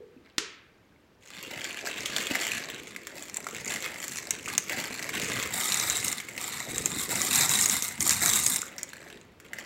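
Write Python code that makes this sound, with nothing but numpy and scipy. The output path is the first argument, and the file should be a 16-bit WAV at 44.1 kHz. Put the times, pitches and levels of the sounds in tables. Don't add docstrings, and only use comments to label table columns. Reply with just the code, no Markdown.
import sys
import numpy as np
from scipy import signal
from scipy.fft import rfft, irfft, next_fast_len
from scipy.io import wavfile
from scipy.ndimage import uniform_filter1d, map_coordinates

SR = 44100
rng = np.random.default_rng(int(sys.argv[2]) if len(sys.argv) > 2 else 0)


def output_pcm(signal):
    pcm = np.clip(np.atleast_2d(signal).T, -1, 1) * 32767
    wavfile.write(sys.argv[1], SR, np.round(pcm).astype(np.int16))


N = 425565


def amp(db):
    return 10 ** (np.asarray(db) / 20)


def unit(x):
    return x / np.sqrt(np.mean(x ** 2) + 1e-20)


def seconds():
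    return np.arange(N) / SR


def along(points, hz):
    point_hz, value = np.transpose(points)
    return np.interp(np.log(hz + 1), np.log(point_hz + 1), value)


def add(track, s, sound):
    part = track[max(round(s * SR), 0):][:len(sound)]
    part += sound[:len(part)]


def coloured(x, gain, size=4096):
    cepstrum = irfft(np.log(np.maximum(gain(np.fft.rfftfreq(size, 1 / SR)), 1e-6)))
    cepstrum[1:size // 2] *= 2
    cepstrum[size // 2 + 1:] = 0
    impulse = irfft(np.exp(rfft(cepstrum)))
    return signal.oaconvolve(x, impulse)[:len(x)]


def bell(hz, centre, width):
    return hz * width / np.hypot(centre ** 2 - hz ** 2, hz * width)


def wobble(rate):
    knots = rng.standard_normal(int(N * rate / SR) + 4)
    return map_coordinates(knots, [np.arange(N) * rate / SR])


def grains(rate, spread_db):
    at = np.flatnonzero(rng.random(N) < rate / SR)
    size = amp(spread_db * (rng.exponential(size=N)[at] % 3))
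    power = uniform_filter1d(np.bincount(at, size ** 2, N), SR // 15)
    return at, size / np.sqrt(np.abs(power[at]) + 1e-9)


def pings(at, size, hz, cycles):
    longest = int(6 * cycles * SR / np.quantile(hz, .1))
    n = np.arange(longest, dtype=np.float32)
    turns = (hz / SR).astype(np.float32)[:, None] * n
    ring = turns * np.exp(-turns / np.float32(cycles)) * np.sin(2 * np.pi * turns)
    ring *= (size / np.linalg.norm(ring, axis=1))[:, None]
    return np.bincount((at[:, None] + np.arange(len(n))).ravel(), ring.ravel(), N)[:N]


def strokes(rows, attack_s, release_db_per_s, size=64):
    t, power = np.arange(0, N, size) / SR, 1e-12
    for s, length, db in rows:
        swell = np.clip((t - s) / attack_s, 0, 1)
        release_db = release_db_per_s * np.maximum(t - s - length, 0)
        power = power + (swell * amp(db - release_db)) ** 2
    return np.interp(seconds(), t, power)


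def effort(rows, attack_s, release_db_per_s):
    body_rows = [(s, length, db) for s, length, db, _ in rows]
    treble_rows = [(s, length, db + up) for s, length, db, up in rows]
    body = strokes(body_rows, attack_s, release_db_per_s)
    treble = strokes(treble_rows, attack_s, release_db_per_s)
    return 10 * np.log10(body), 10 * np.log10(treble / body)


BAND_EDGES = [400, 900, 1700, 2800, 4800, 7000, 9500, 12500, 16000]
MELLOW = .75


def crackle(drive, colour, rate, crowding, spread_db, cycles, scatter_db,
            body_db, bright_db, rub_db, uneven_db):
    level_db, treble_db = drive
    hz = np.arange(SR // 2)
    sounding = level_db > -80
    density = amp(crowding * np.minimum(level_db - level_db.max(), 0))
    at, size = grains(sounding * rate * density, spread_db)

    level_db = level_db + uneven_db * wobble(20)
    body = amp(level_db + body_db) / np.linalg.norm(colour(hz[1000:4500]))
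    treble = amp(level_db + treble_db + bright_db) / np.linalg.norm(colour(hz[5500:15000]))

    rub = amp(rub_db) * np.sqrt(SR / 2) * sounding * rng.standard_normal((2, N))

    def upper(f):
        return np.interp(f, BAND_EDGES[3:6], [0, .5, 1])

    out = coloured(rub[0] * body, lambda f: 1 - upper(f)) + coloured(rub[1] * treble, upper)

    mellow = size ** MELLOW * np.linalg.norm(size) / np.linalg.norm(size ** MELLOW)
    for lo, hi in zip(BAND_EDGES, BAND_EDGES[1:]):
        place, tint, sign, lag = rng.random((len(at), 4)).T
        strength = size * treble[at] if lo >= BAND_EDGES[4] else mellow * body[at]
        gain = strength * np.sqrt(hi - lo) * amp(scatter_db * (2 * tint - 1))
        late = (lag * .0007 * SR).astype(int)
        out += pings(at + late, gain * np.sign(sign - .5), lo + (hi - lo) * place, cycles)
    return coloured(out, colour)


# frequency in Hz, time to fall 60 dB in seconds.
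KITCHEN_DECAY = [(150, 0.34), (1000, 0.7), (2200, 0.72), (5000, 0.42), (9000, 0.27), (15000, 0.08)]


def room(x, early_db, order=8):
    hz, t, z = signal.stft(rng.standard_normal((order, SR * 2 // 3)), SR, nperseg=256)
    decay = amp(-60 * t / along(KITCHEN_DECAY, hz)[:, None])
    tails = signal.istft(z * decay, SR, nperseg=256)[1]
    early = amp(early_db - 60 * np.arange(tails.shape[1]) / SR / 0.022)
    tails *= (1 + early) / np.linalg.norm(tails[0])
    turn = np.arange(N) // (SR // 10) % order == np.arange(order)[:, None]
    return signal.oaconvolve(x * turn, tails, axes=1).sum(0)[:N]


def low_cut(x):
    return coloured(x, lambda hz: hz ** 4 / np.hypot(hz ** 4, 55 ** 4))


# frequency in Hz, relative level in dB.
SIMMER_TONE = [(25, -12), (80, 7), (380, 4), (750, -4.5), (2100, -8), (7500, -23.5), (9000, -28),
               (16000, -28)]
PASTA_IN_S, FOAM_DB = 3.4, 3.5


def simmer():
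    at, size = grains(rate=260, spread_db=28.0)
    fizz = pings(at, size, rng.uniform(1500, 9000, len(at)), cycles=3.5)
    foaming = np.clip(seconds() - PASTA_IN_S, 0, 1)
    murmur = coloured(rng.standard_normal(N) + 0.18 * fizz, lambda hz: amp(along(SIMMER_TONE, hz)))
    return amp(-61 + FOAM_DB * foaming) * unit(murmur)


# start in seconds, level
# in dB before the attack and low cut, # centre pitch in Hz, time to fall 60 dB in seconds.
BUMPS = [(0.004, -37.5, 443, 0.35), (0.164, -40, 321, 0.17), (0.395, -39.5, 407, 0.33),
         (2.311, -18.5, 280, 0.03), (8.0, -24.5, 85, 0.044)]


def bumps():
    out, t = np.zeros(N), np.arange(SR // 4) / SR
    for s, db, hz, t60 in BUMPS:
        turns = np.cumsum(hz * np.exp(0.09 * wobble(90)[:len(t)])) / SR
        pair = np.sin(2 * np.pi * turns) * np.cos(2 * np.pi * turns * 0.053)
        add(out, s, amp(db - 60 * t / t60) * (1 - np.exp(-t / 0.00085)) * pair)
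    return out


# start in seconds, length in seconds,
# drive in dB before the trims in bag(), treble in dB relative to the drive.
BRUSHES = [(.228, 0.025, -57, -15.5)]
SQUEEZES = [(1.191, 0.59, -40.5, -3.5), (1.834, 0.054, -34.5, -2), (1.941, 0.2, -37, -3),
            (2.138, 0.42, -34.5, -1.5), (2.597, 0.21, -43, -5), (3.123, 0.11, -46, 2),
            (3.512, 0.097, -43, -2), (3.649, 0.094, -36, -1), (3.804, 0.042, -36, -6),
            (3.961, 0.22, -45, 3.5), (4.296, 0.0794, -44, -7.5), (4.451, .08, -40, -2.5),
            (4.659, 0.17, -36, -4.5), (4.9, 0.23, -42, -2), (5.117, 0.32, -34, -3.5)]
HOLDING = [(1.285, 2.01, -51, -4), (3.307, 5.296, -47.5, -0.5)]
LIFTS = [(8.62, 0.525, -51, -5.5), (9.413, 0.077, -56, -7), (9.539, 0.11, -47, -9)]


def handle_bag():
    return effort(BRUSHES + SQUEEZES + HOLDING + LIFTS, attack_s=.035, release_db_per_s=130)


# frequency in Hz, relative level in dB per Hz.
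FILM_TONE = [(250, -33), (420, -13.5), (700, -9.5), (1300, -7.5), (2050, 0.5), (3200, -8.5), (5200, -9),
             (7500, -3), (9000, -13.5), (15800, -16.5)]
# frequency in Hz, level in dB on top of FILM_TONE.
TAUT_TONE = [(700, -3.5), (2100, -2.5), (3000, 1.5), (4500, 0), (8000, -4)]
SLACKENS_S = 3.07


def film_gain(hz):
    return amp(along(FILM_TONE, hz))


def bag(squeezing):
    crinkle = crackle(squeezing, film_gain, rate=760, crowding=.6, spread_db=7.0, cycles=1.17,
                      scatter_db=6.5, body_db=-4.5, bright_db=-5.0, rub_db=-8, uneven_db=1.26)
    taut = np.clip(SLACKENS_S + .5 - seconds(), 0, 1)
    stretched = coloured(crinkle, lambda hz: amp(along(TAUT_TONE, hz)))
    return taut * stretched + (1 - taut) * crinkle


# frequency in Hz, relative level in dB.
SNAP_TONE = [(120, -23), (330, -11.5), (750, -23), (1300, -8), (3800, -7), (7000, -5.5), (9000, -15),
             (16000, -28)]


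def snap():
    blow = np.zeros(N)
    add(blow, .382, amp([6.5]))
    crack = coloured(blow, lambda hz: amp(along(SNAP_TONE, hz)))
    dulled = coloured(crack, lambda hz: 1 / np.hypot(1, hz / 7500))
    return crack + amp(2.5) * room(dulled, early_db=15.0)


def fade_in():
    since_s = seconds() - SQUEEZES[0][0]
    return np.where(since_s < 0, 1, np.clip(since_s / 0.3, 0, 1))


# time in seconds, pitch in Hz.
THUD_PITCH = [(1.5, 414), (5.0, 307), (8.2, 177), (8.9, 348)]
# start in seconds, length in seconds,
# level in dB.
SHAKES = [(4.76, 0.058, -44), (5.14, 0.32, -47), (6.65, 0.54, -46), (7.07, 0.47, -45.5), (7.97, 0.31, -43)]
FLEX_DB, FIRM_DB, FLEX_GROWS, FLEX_LEAD_S = -46.5, -35, 0.55, 0.02


def flex(handling_db):
    t = seconds()
    ahead_db = np.interp(t + FLEX_LEAD_S, t, handling_db)
    walls = amp(FLEX_DB + FLEX_GROWS * (ahead_db - FIRM_DB))
    shaking = strokes(SHAKES, attack_s=0.018, release_db_per_s=133)
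    strength = np.sqrt(walls ** 2 + shaking)
    at, size = grains(480 * (t > SQUEEZES[0][0]), spread_db=3.0)
    pitch_hz = np.interp(at / SR, *np.transpose(THUD_PITCH))
    hz = pitch_hz * np.exp(0.47 * rng.standard_normal(len(at)))
    return pings(at, size * strength[at], hz, cycles=0.56)


def clicks(rows, width, attack_s, crack_s, film_db):
    out, t = np.zeros(N), np.arange(SR // 20) / SR
    for s, db, ring_hz in rows:
        def tint(hz):
            ring = bell(hz, ring_hz, width * ring_hz)
            return amp(along(FILM_TONE, hz) / 2) * (0.09 * hz / (hz + 1500) + ring)

        crack = coloured(amp(-60 * t / crack_s) * rng.standard_normal(len(t)), tint)
        film = coloured(amp(-60 * t / 0.038) * rng.standard_normal(len(t)), film_gain)
        click = (unit(crack) + amp(film_db) * unit(film)) * (1 - np.exp(-t / attack_s))
        add(out, s, amp(db) * click / np.abs(click).max())
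    return out


# start in seconds, dry peak in dB, ring in Hz.
CREASES = [(1.872, -17, 1740), (2.0585, -12, 3360), (2.164, -11.5, 3400), (2.354, -13.5, 2280),
           (2.4223, -20, 2168), (2.4675, -14, 2350), (2.5175, -15.5, 2585), (2.7006, -21, 2423),
           (2.9622, -22, 2170), (3.0701, -16.5, 1753), (3.4675, -20.5, 1306), (3.959, -27, 2275),
           (4.0405, -20.5, 1873), (4.185, -23.5, 1929), (4.459, -21, 2363), (4.696, -13.5, 1960),
           (4.7206, -21.5, 1904), (4.8005, -22, 3890), (4.841, -23, 1936), (4.994, -23, 1962),
           (5.026, -19.5, 2368), (5.093, -18.5, 2047), (5.721, -11, 3990), (6.0276, -20, 2085),
           (6.182, -21, 3797), (6.2012, -21.5, 2100), (6.286, -22.5, 2160), (6.378, -18, 2040),
           (8.782, -20, 5712), (8.9326, -28, 1647), (9.4005, -33.5, 1571), (9.5329, -22, 1740),
           (9.5856, -24.5, 1835)]


def snapping_creases():
    return clicks(CREASES, width=0.2, attack_s=0.00017, crack_s=0.0046, film_db=-5.5)


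# start in seconds, dry peak in dB.
CLACKS = [(3.3433, -20.5), (3.3693, -15.5), (4.171, -23), (4.3072, -7.5), (4.5793, -5), (5.743, -9.5),
          (5.798, -12.5), (5.899, -10.5), (5.969, -13.5), (6.081, -14.5), (6.127, -15.5), (6.781, -11),
          (6.8581, -7), (7.156, -12.5), (7.2167, -12), (7.358, -10), (7.4093, -11), (7.493, -10),
          (7.612, -10), (7.6581, -7.5), (7.697, -10), (7.823, -12), (8.006, -9.5), (8.0934, -7.5),
          (8.107, -9), (8.26, -9), (8.464, -5.5), (8.56, -10), (8.6169, -17.5), (8.831, -17)]
CLACK_HZ, CLACK_SCATTER = 7000, 0.06


def clacking_pieces():
    pieces = [(s, db, CLACK_HZ * np.exp(CLACK_SCATTER * rng.standard_normal())) for s, db in CLACKS]
    return clicks(pieces, width=0.24, attack_s=0.00056, crack_s=0.0077, film_db=-12.0)


# start in seconds,
# level in dB before make-up gain and attack, starting pitch in Hz.
PLOPS = [(3.384, -31.5, 715), (4.477, -24.5, 1220), (4.907, -26, 526.3), (8.63, -26, 1390)]


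def plops():
    out, t = np.zeros(N), np.arange(SR // 10) / SR
    for s, db, hz in PLOPS:
        envelope = amp(db + 8.5 - 60 * t / 0.0077) * (1 - np.exp(-t / 0.00068))
        add(out, s, envelope * np.sin(2 * np.pi * hz * t * (1 + 8.9 * t)))
    return out


# start in seconds, length in seconds,
# drive in dB before the trims in pasta(), treble in dB relative to the drive.
SURGES = [(5.51, 0.46, -34.5, 1.9), (6.02, 0.06, -35, 2.5), (6.37, .23, -40, -0.5), (6.67, 0.37, -41, 0),
          (6.96, 0.067, -36.5, 4.5), (7.08, 0.23, -34, 2.5), (7.3, .13, -29.5, 4.5), (7.48, 0.15, -31, 6.5),
          (7.68, 0.073, -34, 5.5), (7.81, 0.041, -37, 5.5), (7.99, 0.042, -37.5, 8), (8.035, 0.1, -33, 5),
          (8.195, 0.18, -31.5, 7), (8.41, 0.12, -37.5, 9.5)]


def pour():
    return effort(SURGES, attack_s=.03, release_db_per_s=170.5)


# frequency in Hz, relative level in dB per Hz.
PASTA_TONE = [(400, -23), (780, -11), (1400, -8), (2700, -9), (4800, -11), (6400, -7.5), (7400, -0.5),
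              (8600, -3), (10800, -12), (12600, -8), (15800, -15)]
# resonance in Hz, width in Hz, level in dB before make-up.
HOLLOW = [(754.5, 80, -5), (955, 41, -6.5), (1220, 340, -9.5), (2060, 314, -5), (3820, 300, -2)]


def pasta(pouring):
    def colour(hz):
        hollow = sum((amp(db + 21.5) * bell(hz, centre, width)) ** 2 for centre, width, db in HOLLOW)
        return amp(along(PASTA_TONE, hz)) * np.sqrt(1 + hollow)

    return crackle(pouring, colour, rate=1400, crowding=.7, spread_db=5.0, cycles=2.03,
                   scatter_db=9.0, body_db=-5.5, bright_db=-5.0, rub_db=-8, uneven_db=0.66)


def scene():
    squeezing, pouring = handle_bag(), pour()
    handling_db = np.maximum(squeezing[0], pouring[0])
    film = fade_in() * bag(squeezing) + snapping_creases()
    thuds = low_cut(fade_in() ** 2 * flex(handling_db) + bumps())
    near = film + thuds + pasta(pouring) + plops()
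    clacks = clacking_pieces()
    reverb = amp(-9.5) * room(near + amp(-5.0) * clacks, early_db=12.5)
    return (near + clacks + reverb + snap() + simmer())[None]


def record(dry):
    size = next_fast_len(N + SR // 2)
    passed = np.fft.rfftfreq(size, 1 / SR) < 15850
    return irfft(rfft(dry, size) * passed, size)[:, :N]


dry = scene()
out = record(dry)
output_pcm(out)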